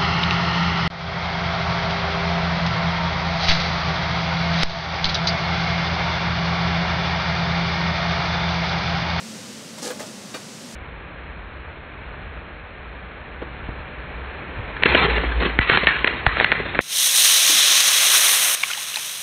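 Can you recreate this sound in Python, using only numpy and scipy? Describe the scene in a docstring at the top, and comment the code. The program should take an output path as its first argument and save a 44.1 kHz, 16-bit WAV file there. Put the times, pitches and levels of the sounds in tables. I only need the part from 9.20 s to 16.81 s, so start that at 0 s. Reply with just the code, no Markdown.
"""A steady outdoor hiss over wet pavement, with a low hum, gritty scuffs, a squeak and a light tap.
Then, abruptly and much duller in tone, a car creeps forward with its engine rumbling.
Its tyre crushes plastic tubs, booming as it bears on them and thumping as they give way.
The walls crackle as they fold and split in sharp pops that ring under the car."""
import sys
import numpy as np
from scipy import signal
from scipy.fft import rfft, irfft, next_fast_len
from scipy.io import wavfile
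from scipy.ndimage import uniform_filter1d, minimum_filter1d, map_coordinates

SR = 44100
rng = np.random.default_rng(int(sys.argv[2]) if len(sys.argv) > 2 else 0)


def log_audio(samples):
    """Write samples as a 16-bit WAV file to the path given in sys.argv[1]."""
    # one column per channel
    frames = np.atleast_2d(samples).T
    # limit to full scale, then quantise
    limited = np.clip(frames, -1, 1)
    pcm = np.round(limited * 32767).astype(np.int16)
    wavfile.write(sys.argv[1], SR, pcm)


N = 335601

# bright spectrum of cracking plastic: f/Hz, relative level/dB
CRACK_SPECTRUM = [(500, -29), (1000, 0), (1350, 1), (1700, 4.5), (2100, 3), (2600, 1), (3100, -2.5),
                  (4300, -10), (6000, -40)]
# hollow spectrum of a tub's body: f/Hz, relative level/dB
HOLLOW_SPECTRUM = [(60, -17.5), (105, 0.5), (220, 1.3), (310, 1.5), (440, 2.5), (580, -5), (780, -2.5),
                   (1300, -18), (2500, -44)]


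def amp(db):
    """Decibels to gain."""
    return 10 ** (np.asarray(db) / 20)


def unit(x):
    """Scale to rms 1."""
    return x / np.sqrt(np.mean(x ** 2) + 1e-20)


def curves(rows):
    """One value per sample for each column after the time."""
    times, *columns = np.transpose(rows)
    return [np.interp(np.arange(N) / SR, times, column) for column in columns]


def envelope(start, attack, hold, fade):
    """Rise over attack s, stay until hold s after the start, then lose fade dB a second."""
    t = np.maximum(np.arange(N) / SR - start, 0)
    return np.minimum(t / attack, 1) * amp(-fade * np.maximum(t - hold, 0))


def wobble(rate):
    """A smooth random curve, rate knots a second."""
    return map_coordinates(rng.standard_normal(int(N * rate / SR) + 4), [np.arange(N) * rate / SR])


def filtered(x, response):
    """Filter x by a response given as a function of frequency."""
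    size = next_fast_len(len(x) + SR // 4)
    return irfft(rfft(x, size) * response(np.fft.rfftfreq(size, 1 / SR)), size)[:len(x)]


def coloured(x, spectrum):
    """Shape x by a spectrum of (f/Hz, level/dB) points, at rms 1."""
    f, db = np.transpose(spectrum)
    return unit(filtered(x, lambda hz: amp(np.interp(np.log(hz + 1), np.log(f), db))))


def low_pass(x, edge_hz):
    """A steep low-pass with a soft edge 60 Hz wide."""
    return filtered(x, lambda hz: np.clip((edge_hz - hz) / 60 + .5, 0, 1))


def grains(rate, spread_db, smooth):
    """Random tiny clicks of uneven size, rate a second, on a share of smooth noise."""
    clicks = (rng.random(N) < rate / SR) * rng.standard_normal(N)
    sizes = amp(spread_db * rng.uniform(-0.43, 1, N))
    return unit(clicks * sizes) + smooth * rng.standard_normal(N)


def patchy(x, depth_db):
    """Let narrow resonances come and go, as in a wall that keeps changing shape."""
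    bins = signal.stft(x, nperseg=1024)[2]
    patches = uniform_filter1d(rng.standard_normal(bins.shape), size=3, axis=0)
    patches = uniform_filter1d(patches, size=6, axis=1)
    return unit(signal.istft(bins * amp(depth_db * unit(patches)), nperseg=1024)[1][:N])


def add(track, start, sound):
    """Mix a sound into a track at start seconds."""
    first = round(start * SR)
    track[first:first + len(sound)] += sound[:max(N - first, 0)]


def wall_pops(slack=0.31, rise_s=0.00018):
    """A split shakes the tub's wall for a few cycles: a bright crack and a lower knock."""
    # walls snapping: t/s, crack level/dB, crack f/Hz, knock level/dB, knock f/Hz, length/s
    splits = [(4.217, -39, 1527, -29, 440, .018), (4.485, -58, 1930, -30.5, 220, .012),
              (5.566, -27.5, 1700, -41, 580, 0.0052), (5.6233, -22, 2094, -27, 430, .0075),
              (5.635, -0.5, 2240, -10.5, 860, 0.0018), (5.657, -11, 2206, -14.5, 400, 0.00864),
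              (5.748, -9, 2430, -11, 519, .008), (5.98, -20.5, 1950, -23.5, 608, 0.0057),
              (6.036, -37, 1910, -22.5, 470, .009), (6.208, -33, 1650, -25, 440, .009),
              (6.389, -5, 1930, -11, 320, .0034), (6.4973, -6, 2450, -11, 460, 0.0034),
              (6.573, -8.5, 2140, -14, 800, .003), (6.632, -27, 2190, -21.5, 553, .009),
              (6.67, -3, 2160, -13.5, 817, 0.0042), (6.8443, -6.5, 2076, -14.5, 470, 0.0031),
              (6.874, -11, 2380, -22.5, 652, 0.0048), (7.065, -2, 1754, -5, 918, 0.0029),
              (7.17, -15, 1720, -19, 680, 0.0018), (7.2, -4, 2066, -12.5, 840, 0.0015),
              (7.2095, -14, 1660, -11, 670, 0.0016), (7.2445, -4.5, 2130, -19.5, 840, .0028),
              (7.318, -7, 2250, -20, 1010, .0023), (7.3232, -7.5, 1820, -14.5, 597, 0.002),
              (7.399, -42, 2190, -23, 478, .009), (7.548, -22, 1670, -27.5, 710, .011),
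              (7.5901, -1.5, 1800, -3.5, 630, 0.002)]
    out, t = np.zeros(N), np.arange(SR // 20) / SR
    for start, crack_db, crack_hz, knock_db, knock_hz, length in splits:
        shape = (1 - np.exp(-t / rise_s)) / (1 + (t / length) ** 4.8)
        # the pitch falls as the tension goes
        glide = np.exp(slack * np.clip(1 - 2 * t / length, -1, 1))
        # the longer a split runs, the more ragged it is
        ragged = min(length / 0.0045, 1)
        for db, hz, colour in (crack_db, crack_hz, CRACK_SPECTRUM), (knock_db, knock_hz, HOLLOW_SPECTRUM):
            wall = unit(np.sin(2 * np.pi * np.cumsum(hz * glide) / SR))
            tear = coloured(rng.standard_normal(len(t)), colour)
            burst = shape * (wall + ragged * tear)
            burst_rms = np.sqrt(np.sum(burst ** 2) / (length * SR))
            add(out, start, amp(db) * burst / burst_rms)
    return out


def tub_ring(pops, t60=0.6, build_s=0.0089):
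    """The tubs' resonances linger between the car's floor and the pavement."""
    # tub resonances: f/Hz, width/Hz, relative level/dB
    modes = [(430, 100, -12), (1070, 110, -5.5), (1330, 120, -7), (1700, 120, -6), (1970, 150, .5),
             (2380, 150, -3), (3200, 300, -14), (3760, 70, -14)]

    def response(f):
        """Band-pass resonances summed with alternating polarity."""
        return sum((-1) ** k * amp(db) * 1j * f * width / (hz * hz - f * f + 1j * f * width)
                   for k, (hz, width, db) in enumerate(modes))

    out, t = np.zeros(N), np.arange(SR) / SR
    shape = amp(-60 * t / t60) * (1 - np.exp(-(t / build_s) ** 2))
    # the wheel moves on, so each quarter second gets a fresh tail
    for first in range(0, N, SR // 4):
        tail = rng.standard_normal(SR) * shape
        tail /= np.linalg.norm(tail)
        add(out, first / SR, signal.fftconvolve(pops[first:first + SR // 4], tail))
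    return filtered(out, response)


def wall_crumple(crackle_trim_db=-0.5, hollow_trim_db=0.3, clump_db=1.7, attack_s=0.012):
    """Countless little creases form in clumps as each wall folds, then die away."""
    # walls folding under the tread: t/s, hold/s, crackle level/dB, hollow level/dB, fade/(dB/s)
    folds = [(5.645, 0.18, -19, -23, 42.5), (6.193, 0.058, -23.5, -27.5, 161),
             (6.405, 0.02, -22.5, -51.5, 72), (6.483, 0.063, -19, -30.5, 57.5),
             (6.662, .035, -21.5, -41, 72.5), (6.856, 0.022, -26.5, -35, 56.5),
             (7.055, 0.11, -27.5, -41.5, 79), (7.173, 0.02, -23, -31.5, 65), (7.309, 0.043, -31, -36.5, 16)]
    crackle_gain, hollow_gain = np.zeros((2, N))
    for start, hold, crackle_db, hollow_db, fade in folds:
        fold = envelope(start, attack_s, hold, fade)
        crackle_gain = np.hypot(crackle_gain, amp(crackle_db + crackle_trim_db) * fold)
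        hollow_gain = np.hypot(hollow_gain, amp(hollow_db + hollow_trim_db) * fold)
    clumps = amp(clump_db * wobble(90))
    creases = grains(rate=2600, spread_db=-0.5, smooth=0.86)
    cavity = grains(rate=900, spread_db=6.5, smooth=0.76)
    crackle = coloured(patchy(creases, depth_db=2.8), CRACK_SPECTRUM)
    crunch = coloured(patchy(cavity, depth_db=3), HOLLOW_SPECTRUM)
    return clumps * (crackle_gain * crackle + hollow_gain * crunch)


def tyre(boom_db=-24.5, waver_db=4.0, taut_hz=67.27, slack_hz=57.2,
         thump_t60=0.075, slap_db=-2, slap_hz=125, slap_t60=0.048):
    """The tyre booms on the tubs, sags in pitch as they yield and thumps when one collapses."""
    # the tyre dropping as a tub gives way: t/s, level/dB, f/Hz
    thumps = [(4.488, -19, 70), (5.388, -18, 84), (6.392, -11, 54), (7.068, -9.5, 53)]
    boom_hz = np.interp(np.arange(N) / SR, [5.825, 5.885], [taut_hz, slack_hz])
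    boom = unit(np.sin(2 * np.pi * np.cumsum(boom_hz) / SR))
    load = envelope(start=5.665, attack=0.078, hold=0.5, fade=29.5)
    out = load * amp(boom_db + waver_db * wobble(25)) * boom
    t = np.arange(SR // 4) / SR
    for start, db, hz in thumps:
        carcass = amp(-60 * t / thump_t60) * np.sin(2 * np.pi * hz * t)
        tread = amp(slap_db - 60 * t / slap_t60) * np.sin(2 * np.pi * slap_hz * t)
        add(out, start, amp(db) * (tread - carcass))
    return out


def car(rush_trim_db=3.5, throb_db=1.1, bounce_gain=0.075, bounce_s=0.0067):
    """Engine rumble, with the even rush of the fan and of tread on wet grit."""
    # the car's approach: t/s, rumble level/dB, rush level before trim/dB
    approach = [(1.6, -39, -42.5), (2.65, -40, -42.5), (2.95, -36.5, -41), (3.4, -40.5, -42.5),
                (4.2, -40.5, -41.5), (4.55, -33.5, -39.5), (4.85, -37, -39.5), (5.55, -37, -36)]
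    # deep engine spectrum: f/Hz, relative level/dB
    rumble_spectrum = [(15, -35.5), (30, -7.5), (42, -9.5), (50, 2), (63, 3.5), (80, -3.5), (125, -14),
                       (200, -18), (500, -80)]
    # fan and tread spectrum: f/Hz, relative level/dB
    rush_spectrum = [(70, -29), (130, -2.5), (300, -7), (510, -5.5), (700, -8), (1350, -8), (1680, -6),
                     (2000, -10), (2400, -9), (2850, -16), (3800, -23.5), (4400, -27)]
    rumble_db, rush_db = curves(approach)
    engine_gain = amp(rumble_db + throb_db * wobble(9.9))
    engine = coloured(rng.standard_normal(N), rumble_spectrum)
    rush = coloured(grains(rate=1300, spread_db=1, smooth=1.96), rush_spectrum)
    # a bounce off the pavement faintly colours the rush
    rush = rush + bounce_gain * np.roll(rush, round(bounce_s * SR))
    return engine_gain * engine + amp(rush_db + rush_trim_db) * rush


def scuffs():
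    """Grit scraped on the pavement: short, sandy strokes over a duller, hollow rub."""
    # scrapes: t/s, hold/s, grit level/dB, rub level/dB
    strokes = [(0.573, 0.01, -39.5, -37.5), (0.617, 0.069, -33.5, -34.5), (0.696, .012, -47, -29),
               (0.788, 0.022, -38.5, -31.5), (0.855, .012, -42, -40.5), (1.137, .014, -40.5, -32)]
    # bright grit spectrum: f/Hz, relative level/dB
    grit_spectrum = [(1200, -31), (2500, -2), (4500, 6), (8000, 4), (11000, -5), (15000, -26)]
    # dull rub spectrum: f/Hz, relative level/dB
    rub_spectrum = [(120, -25), (260, 5), (400, -4), (580, 2.5), (750, -4), (1700, -7.5), (3500, -18.5),
                    (6000, -29)]
    grit_gain, rub_gain = np.zeros((2, N))
    for start, hold, grit_db, rub_db in strokes:
        stroke = envelope(start, attack=0.012, hold=hold, fade=291)
        grit_gain = np.hypot(grit_gain, amp(grit_db) * stroke)
        rub_gain = np.hypot(rub_gain, amp(rub_db) * stroke)
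    grit = grains(rate=4510, spread_db=-3, smooth=0.32)
    rub = patchy(grains(rate=970, spread_db=9.0, smooth=1.0), depth_db=4)
    return grit_gain * coloured(grit, grit_spectrum) + rub_gain * coloured(rub, rub_spectrum)


def squeak(start=0.634, end=0.721, trim_db=-3.5, waver_rad=0.23):
    """Something sticks and slips in mid-scrape and sings on a few wavering partials."""
    # squeak partials: f/Hz, relative level/dB
    partials = [(497, -35.5), (1237, -44), (1690, -47), (2900, -51), (4300, -46)]
    t = np.arange(N) / SR
    swell = np.interp(t, [start - 0.015, start, end, end + 0.019], [0, 1, 1, 0])
    tone = sum(amp(db) * unit(np.sin(2 * np.pi * hz * t + waver_rad * wobble(80)))
               for hz, db in partials)
    return amp(trim_db) * swell * tone


def tap(start=1.142, noise_db=-37.5, noise_t60=0.16, ring_db=-34):
    """A light, dry tap that rings briefly and dies away."""
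    # tap resonances: f/Hz, relative level/dB, t60/s
    modes = [(650, -4, .12), (1590, -7, .16), (2400, -4, .16), (2910, -5, .14), (3740, 1, .09),
             (4500, -4, .16)]
    out, t = np.zeros(N), np.arange(SR // 4) / SR
    noise = coloured(rng.standard_normal(len(t)), CRACK_SPECTRUM)
    add(out, start, amp(noise_db - 60 * t / noise_t60) * noise)
    for hz, db, t60 in modes:
        add(out, start, amp(ring_db + db - 60 * t / t60) * np.sin(2 * np.pi * hz * t))
    return out


def outdoor_air(level_db=-38.0, crossover_hz=1500):
    """A bed of steady outdoor hiss over a low, fuzzy hum."""
    # hum and hiss spectrum: f/Hz, relative level/dB
    air_spectrum = [(40, -36.5), (75, -28.5), (105, -10), (170, -5), (225, 3), (300, -9.5), (450, -11.5),
                    (530, -7), (650, -14), (900, -16), (2500, -18), (6000, -17), (8700, -21.5),
                    (11000, -30), (15500, -40.5)]
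    # the treble wavers slightly: t/s, relative level/dB
    treble_drift = [(.15, 1.5), (.55, -0.6), (1.5, -.3)]
    treble_db, = curves(treble_drift)
    noise = coloured(rng.standard_normal(N), air_spectrum)
    hum = low_pass(noise, crossover_hz)
    return amp(level_db) * (hum + amp(treble_db) * (noise - hum))


def scene(ring_db=-7.0, cut_s=1.55, crossfade_s=0.008, dull_hz=4275):
    """Open air and scuffs first, then a hard cut to the dull-toned car and the tubs."""
    outdoors = outdoor_air() + scuffs() + squeak() + tap()
    pops = wall_pops()
    crushing = car() + tyre() + wall_crumple() + pops + amp(ring_db) * tub_ring(pops)
    crossfade = np.clip((np.arange(N) / SR - cut_s) / crossfade_s + 0.5, 0, 1)
    return ((1 - crossfade) * outdoors + low_pass(crossfade * crushing, dull_hz))[None]


def record(dry, knee=0.82, grip=0.76, top_hz=15700):
    """A fast limiter holds the pops near full scale and the hardest clip; a low-pass follows."""
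    x = dry[0]
    needed_gain = np.maximum(np.abs(x) / knee, 1) ** -grip
    gain = uniform_filter1d(minimum_filter1d(needed_gain, size=41), size=41)
    return low_pass(np.clip(x * gain, -1, 1), top_hz)[None]


dry = scene()
out = record(dry)
log_audio(out)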